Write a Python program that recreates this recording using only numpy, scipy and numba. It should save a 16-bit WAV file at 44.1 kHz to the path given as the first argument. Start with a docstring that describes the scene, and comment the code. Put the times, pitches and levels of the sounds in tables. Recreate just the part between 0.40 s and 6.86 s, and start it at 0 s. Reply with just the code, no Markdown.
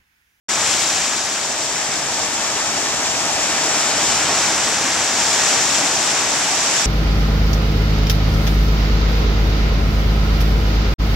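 """A wave bursts on the rocks over the steady roar of surf, heard from the bluff above.
Air trapped in water rings at a pitch set by its size: big pockets roar, bubble clouds wash over the
rocks and fine spray hisses, all above a low rumble. The roar has brief hollow swells. One wave drains
away; the next rolls in and bursts on a boulder. The sound enters the two small ports of a hand-held
camera: turning it shifts the delay between them, and each port adds its own treble resonance."""
import sys
import numpy as np
from scipy import signal
from scipy.fft import rfft, irfft
from scipy.io import wavfile
from scipy.ndimage import uniform_filter1d, map_coordinates
from numba import njit

SR = 44100
rng = np.random.default_rng(int(sys.argv[2]) if len(sys.argv) > 2 else 0)


def inscribe(sig):
    """Save sig as 16-bit PCM at rate SR to the path in sys.argv[1].

    A 1-D sig is mono; a 2-D sig holds one channel per row.
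    Samples are clipped to [-1, 1] before scaling.
    """
    pcm = np.round(np.clip(np.atleast_2d(sig).T, -1, 1) * 32767)
    wavfile.write(sys.argv[1], SR, pcm.astype(np.int16))


N = 284886
TIME = np.arange(N) / SR
FREQ = np.maximum(np.arange(N // 2 + 1) * SR / N, 1)
PAN = np.array([[.5], [-.5]])  # splits a left-minus-right level difference between the ports


def undb(db):
    """Decibels to amplitude ratio."""
    return 10 ** (np.asarray(db) / 20)


def unit(x):
    """Normalisation to rms 1."""
    return x / np.sqrt(np.mean(x ** 2))


def spectrum_at(table, hz):
    """Interpolation on a log-frequency axis."""
    table_hz, value = np.transpose(table)
    return np.interp(np.log(hz), np.log(table_hz), value)


def wander(rate_hz):
    """Random modulation: straight ramps between random values, rms 1."""
    step = max(int(SR / rate_hz), 2)
    held = np.repeat(rng.standard_normal(N // step + 1), step)
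    return unit(uniform_filter1d(held, step)[:N])


# Likeness of the surf at the two ports: frequency_hz, coherence (0 to 1)
COHERENCE = [(25, .4), (60, 0.78), (130, 1), (750, 0.95), (1400, 0.78), (2050, 0.68), (2600, 0.82),
             (4200, 0.17), (5400, 0.48), (7000, 0.27), (9000, 0.04), (14000, 0.4)]


def noise_cloud(spectrum, width, surge_db, surge_hz, flicker_db, flicker_hz):
    """Incoherent summation: countless sources merge into noise; bands surge together, flicker apart."""
    spectra = rfft(rng.standard_normal((2, N))) * undb(spectrum_at(spectrum, FREQ))
    surge = surge_db * wander(surge_hz)
    half_octaves = 2 * np.log2(FREQ)
    low_hz, high_hz = spectrum[0][0], spectrum[-1][0]
    out = 0
    for band in range(int(2 * np.log2(low_hz)), int(2 * np.log2(high_hz)) + 2):
        window = np.sqrt(np.maximum(1 - np.abs(half_octaves - band), 0))
        mid, side = irfft(spectra * window, N)
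        # a wider front of surf reaches the two ports less alike
        coherence = np.clip(spectrum_at(COHERENCE, 2 ** (band / 2)), .001, 1) ** width
        mid, side = mid * np.sqrt(1 + coherence), side * np.sqrt(1 - coherence)
        gain = undb(surge + flicker_db * wander(flicker_hz))
        out = out + gain * np.array([mid + side, mid - side])
    return unit(out)


@njit
def ring(starts, hz, cycles, gains, glide):
    """Damped oscillation: each bubble rings down, its pitch rising as it nears the surface."""
    out = np.zeros((2, N))
    for k in range(len(starts)):
        length = int(cycles[k] * SR / hz[k])
        for i in range(min(length, N - starts[k])):
            age = i / length
            pressure = np.exp(-5 * age) * np.sin(2 * np.pi * cycles[k] * age * (1 + glide * age / 2))
            out[0, starts[k] + i] += gains[k, 0] * pressure
            out[1, starts[k] + i] += gains[k, 1] * pressure
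    return out


def bubbles(low_hz, high_hz, cycles, scatter_db, pan_db, glide, count):
    """Bubble resonance: the nearest bubbles ring singly at random times, many faint, a few strong."""
    when, pitch, life, size, place = rng.random((count, 5)).T
    starts = (when * N).astype(np.int64)
    hz = low_hz * (high_hz / low_hz) ** pitch
    level_db = -scatter_db * np.log(np.maximum(size, .01))
    gains = undb(level_db[:, None] + pan_db * np.outer(place - .5, [1, -1]))
    return unit(ring(starts, hz, cycles * (.5 + life), gains, glide))


# Spectrum of the deep rumble: frequency_hz, level_db
RUMBLE_SPECTRUM = [(20, -13), (45, -6), (72, -1.5), (150, -0.5), (230, -2.5), (400, -18)]


def rumble(width):
    """Low-frequency radiation: the weight of falling water shakes the air."""
    body = noise_cloud(RUMBLE_SPECTRUM, width, surge_db=1, surge_hz=8, flicker_db=.8, flicker_hz=12)
    return undb(-12) * body


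# Brief hollow swells in the roar: start_s, pitch_hz, level_db, decay_s
HOLLOW_SWELLS = [(1.77, 860, -22, .05), (2.83, 805, -22, .05), (3.88, 750, -23.5, 0.081)]


def hollow_swells():
    """Band-pass resonance: noise near 800 Hz rises and dies away, a brief hollow note in the roar."""
    quality, attack_s = 4, .008
    out = np.zeros(N)
    for start_s, pitch_hz, level_db, decay_s in HOLLOW_SWELLS:
        resonance = 1 / (1 + 1j * quality * (FREQ / pitch_hz - pitch_hz / FREQ))
        hollow = unit(irfft(rfft(rng.standard_normal(N)) * resonance, N))
        age = np.maximum(TIME - start_s, 0)
        out += undb(level_db) * hollow * (1 - np.exp(-age / attack_s)) * np.exp(-age / decay_s)
    return out


# Spectrum of the spray: frequency_hz, level_db
SPRAY_SPECTRUM = [(700, -37), (2000, -2), (3500, 3), (4500, 1.5), (7000, -2), (8800, -7), (11500, -7),
                  (14000, -6.5)]


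def spray(width):
    """Impact noise and small-bubble resonance: drops fall back and the foam fizzes."""
    body = noise_cloud(SPRAY_SPECTRUM, width, surge_db=.46, surge_hz=25, flicker_db=.5, flicker_hz=30)
    fizz = bubbles(3220, 10000, cycles=4.2, scatter_db=2.4, pan_db=6, glide=.1, count=14000)
    return undb(-4) * body + undb(-12) * fizz


# Spectrum of the foaming water: frequency_hz, level_db
WASH_SPECTRUM = [(300, -27), (900, -10.5), (1400, -0.5), (1900, -1.5), (3000, -6.5), (5000, -22.5),
                 (10000, -22.5)]


def wash(width):
    """Air entrainment: water churning between rocks folds in mid-sized bubbles that gurgle."""
    body = noise_cloud(WASH_SPECTRUM, width, surge_db=.5, surge_hz=18, flicker_db=.7, flicker_hz=22)
    gurgle = bubbles(990, 3150, cycles=18.6, scatter_db=3.5, pan_db=9, glide=.16, count=4000)
    return undb(.5) * body + undb(-8.5) * gurgle


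# Spectrum of the breakers: frequency_hz, level_db
ROAR_SPECTRUM = [(120, -18), (210, -9), (290, -3.5), (490, -6.5), (630, -1), (780, 0.5), (1100, -4),
                 (1800, -25), (3500, -48)]


def roar(width):
    """Bubble resonance, lower for larger sizes: the big air pockets trapped by breakers gulp."""
    body = noise_cloud(ROAR_SPECTRUM, width, surge_db=.44, surge_hz=15, flicker_db=.3, flicker_hz=18)
    gulps = bubbles(228, 980, cycles=16, scatter_db=4.5, pan_db=1, glide=.14, count=1500)
    return undb(.15) * body + undb(-13.5) * gulps


# Churning of the water as one wave drains and the next rolls in: time_s, level_db
SWELL_LEVELS = [(0.3, -25), (0.75, -27.5), (1.4, -26.5), (2.4, -24.5), (3.8, -22.5), (4.5, -23.5),
                (5.1, -23.0), (6.3, -24)]


def swell(base_db, slope, delay_s):
    """Amplitude modulation: a layer's gain trails the swell, moving by slope dB for each dB of it."""
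    time_s, level_db = np.transpose(SWELL_LEVELS)
    rise_db = np.interp(TIME - delay_s, time_s, level_db) - np.mean(level_db)
    return undb(base_db + slope * rise_db)


# Waves bursting on the rocks: peak_s, level_db, build_s, fall_s, pan_db (spray, left minus right)
BURSTS = [(0.33, -23.5, .55, 0.37, 3.5), (3.2, -27.5, 0.11, .36, 4), (3.65, -24.5, 0.37, 0.38, 1),
          (3.97, -25.5, 0.13, 0.34, -2), (4.98, -21.5, 0.34, .85, 1.4), (6.28, -24.5, 0.32, .55, -3)]


def burst_power(delay_s, spread):
    """Exponential growth and decay: each burst builds, then collapses; their powers add at each port."""
    power = 0
    for peak_s, level_db, build_s, fall_s, pan_db in BURSTS:
        age = TIME - peak_s - delay_s
        envelope = np.exp(np.minimum(age / build_s, -age / fall_s))
        power = power + (envelope * undb(level_db + spread * pan_db * PAN)) ** 2
    return power


# Where the surf lies as the camera turns: time_s, right_lag_ms, width (1 = usual)
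CAMERA_AIM = [(.3, -0.015, 0.51), (.85, -0.026, 0.73), (1.5, 0.021, 1.7), (2.8, 0.07, 1.1),
              (3.85, 0.0013, 0.81), (4.4, -0.025, 0.66), (5.3, -0.014, 0.91), (6.3, -0.014, 1.7)]


def scene():
    """Superposition: the layers ride the swell and bursts add foam, then spray; turning shifts one port."""
    time_s, *columns = np.transpose(CAMERA_AIM)
    lag_ms, width = [np.interp(TIME, time_s, column) for column in columns]
    surf = swell(-27, slope=1.46, delay_s=.08) * rumble(width)
    surf += swell(-27.5, slope=1.05, delay_s=.08) * roar(width)
    # foam comes after the wave that made it
    steady_wash = swell(-27, slope=1, delay_s=.26)
    foam_power = undb(-6) ** 2 * burst_power(delay_s=0, spread=0)
    surf += np.sqrt(steady_wash ** 2 + foam_power) * wash(width)
    steady_spray = swell(-24.8, slope=.59, delay_s=.31) * undb(1.4 * PAN)
    drop_power = burst_power(delay_s=.055, spread=1)  # drops fly before they land
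    surf += np.sqrt(steady_spray ** 2 + drop_power) * spray(width)
    left, right = surf + hollow_swells()
    lagged_index = np.arange(N) - lag_ms * SR / 1000
    return np.array([left, map_coordinates(right, [lagged_index], order=3, mode="nearest")])


# The camera's ports, left then right: bass_corner_hz, resonance_hz, bandwidth_hz
PORT_ACOUSTICS = [(111, 7446, 1105), (45, 5830, 770)]
# Extra dullness of the right port: frequency_hz, gain_db
RIGHT_PORT_DULLING = [(800, -0.18), (1600, -2.5), (3100, -1.5), (4400, -2.5), (6000, -2.7), (8300, -1),
                      (11000, -14.5)]


def record(dry):
    """Cavity resonance: each port rings like a tiny bottle; the bass is thinned and the top is cut."""
    start_s, fade_s, top_hz = .084, .0083, 14150
    response = []
    for bass_corner_hz, resonance_hz, bandwidth_hz in PORT_ACOUSTICS:
        highpass = 1j * FREQ / (bass_corner_hz + 1j * FREQ)
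        ratio = FREQ / resonance_hz
        response.append(highpass / (1 - ratio ** 2 + 1j * ratio * bandwidth_hz / resonance_hz))
    response[1] *= undb(spectrum_at(RIGHT_PORT_DULLING, FREQ))
    switch_on = np.clip((TIME - start_s) / fade_s, 0, 1)
    heard = irfft(rfft(dry) * np.array(response), N) * switch_on
    lowpass = signal.ellip(10, .2, 70, top_hz, fs=SR, output="sos")
    return signal.sosfilt(lowpass, heard)


dry = scene()
out = record(dry)
inscribe(out)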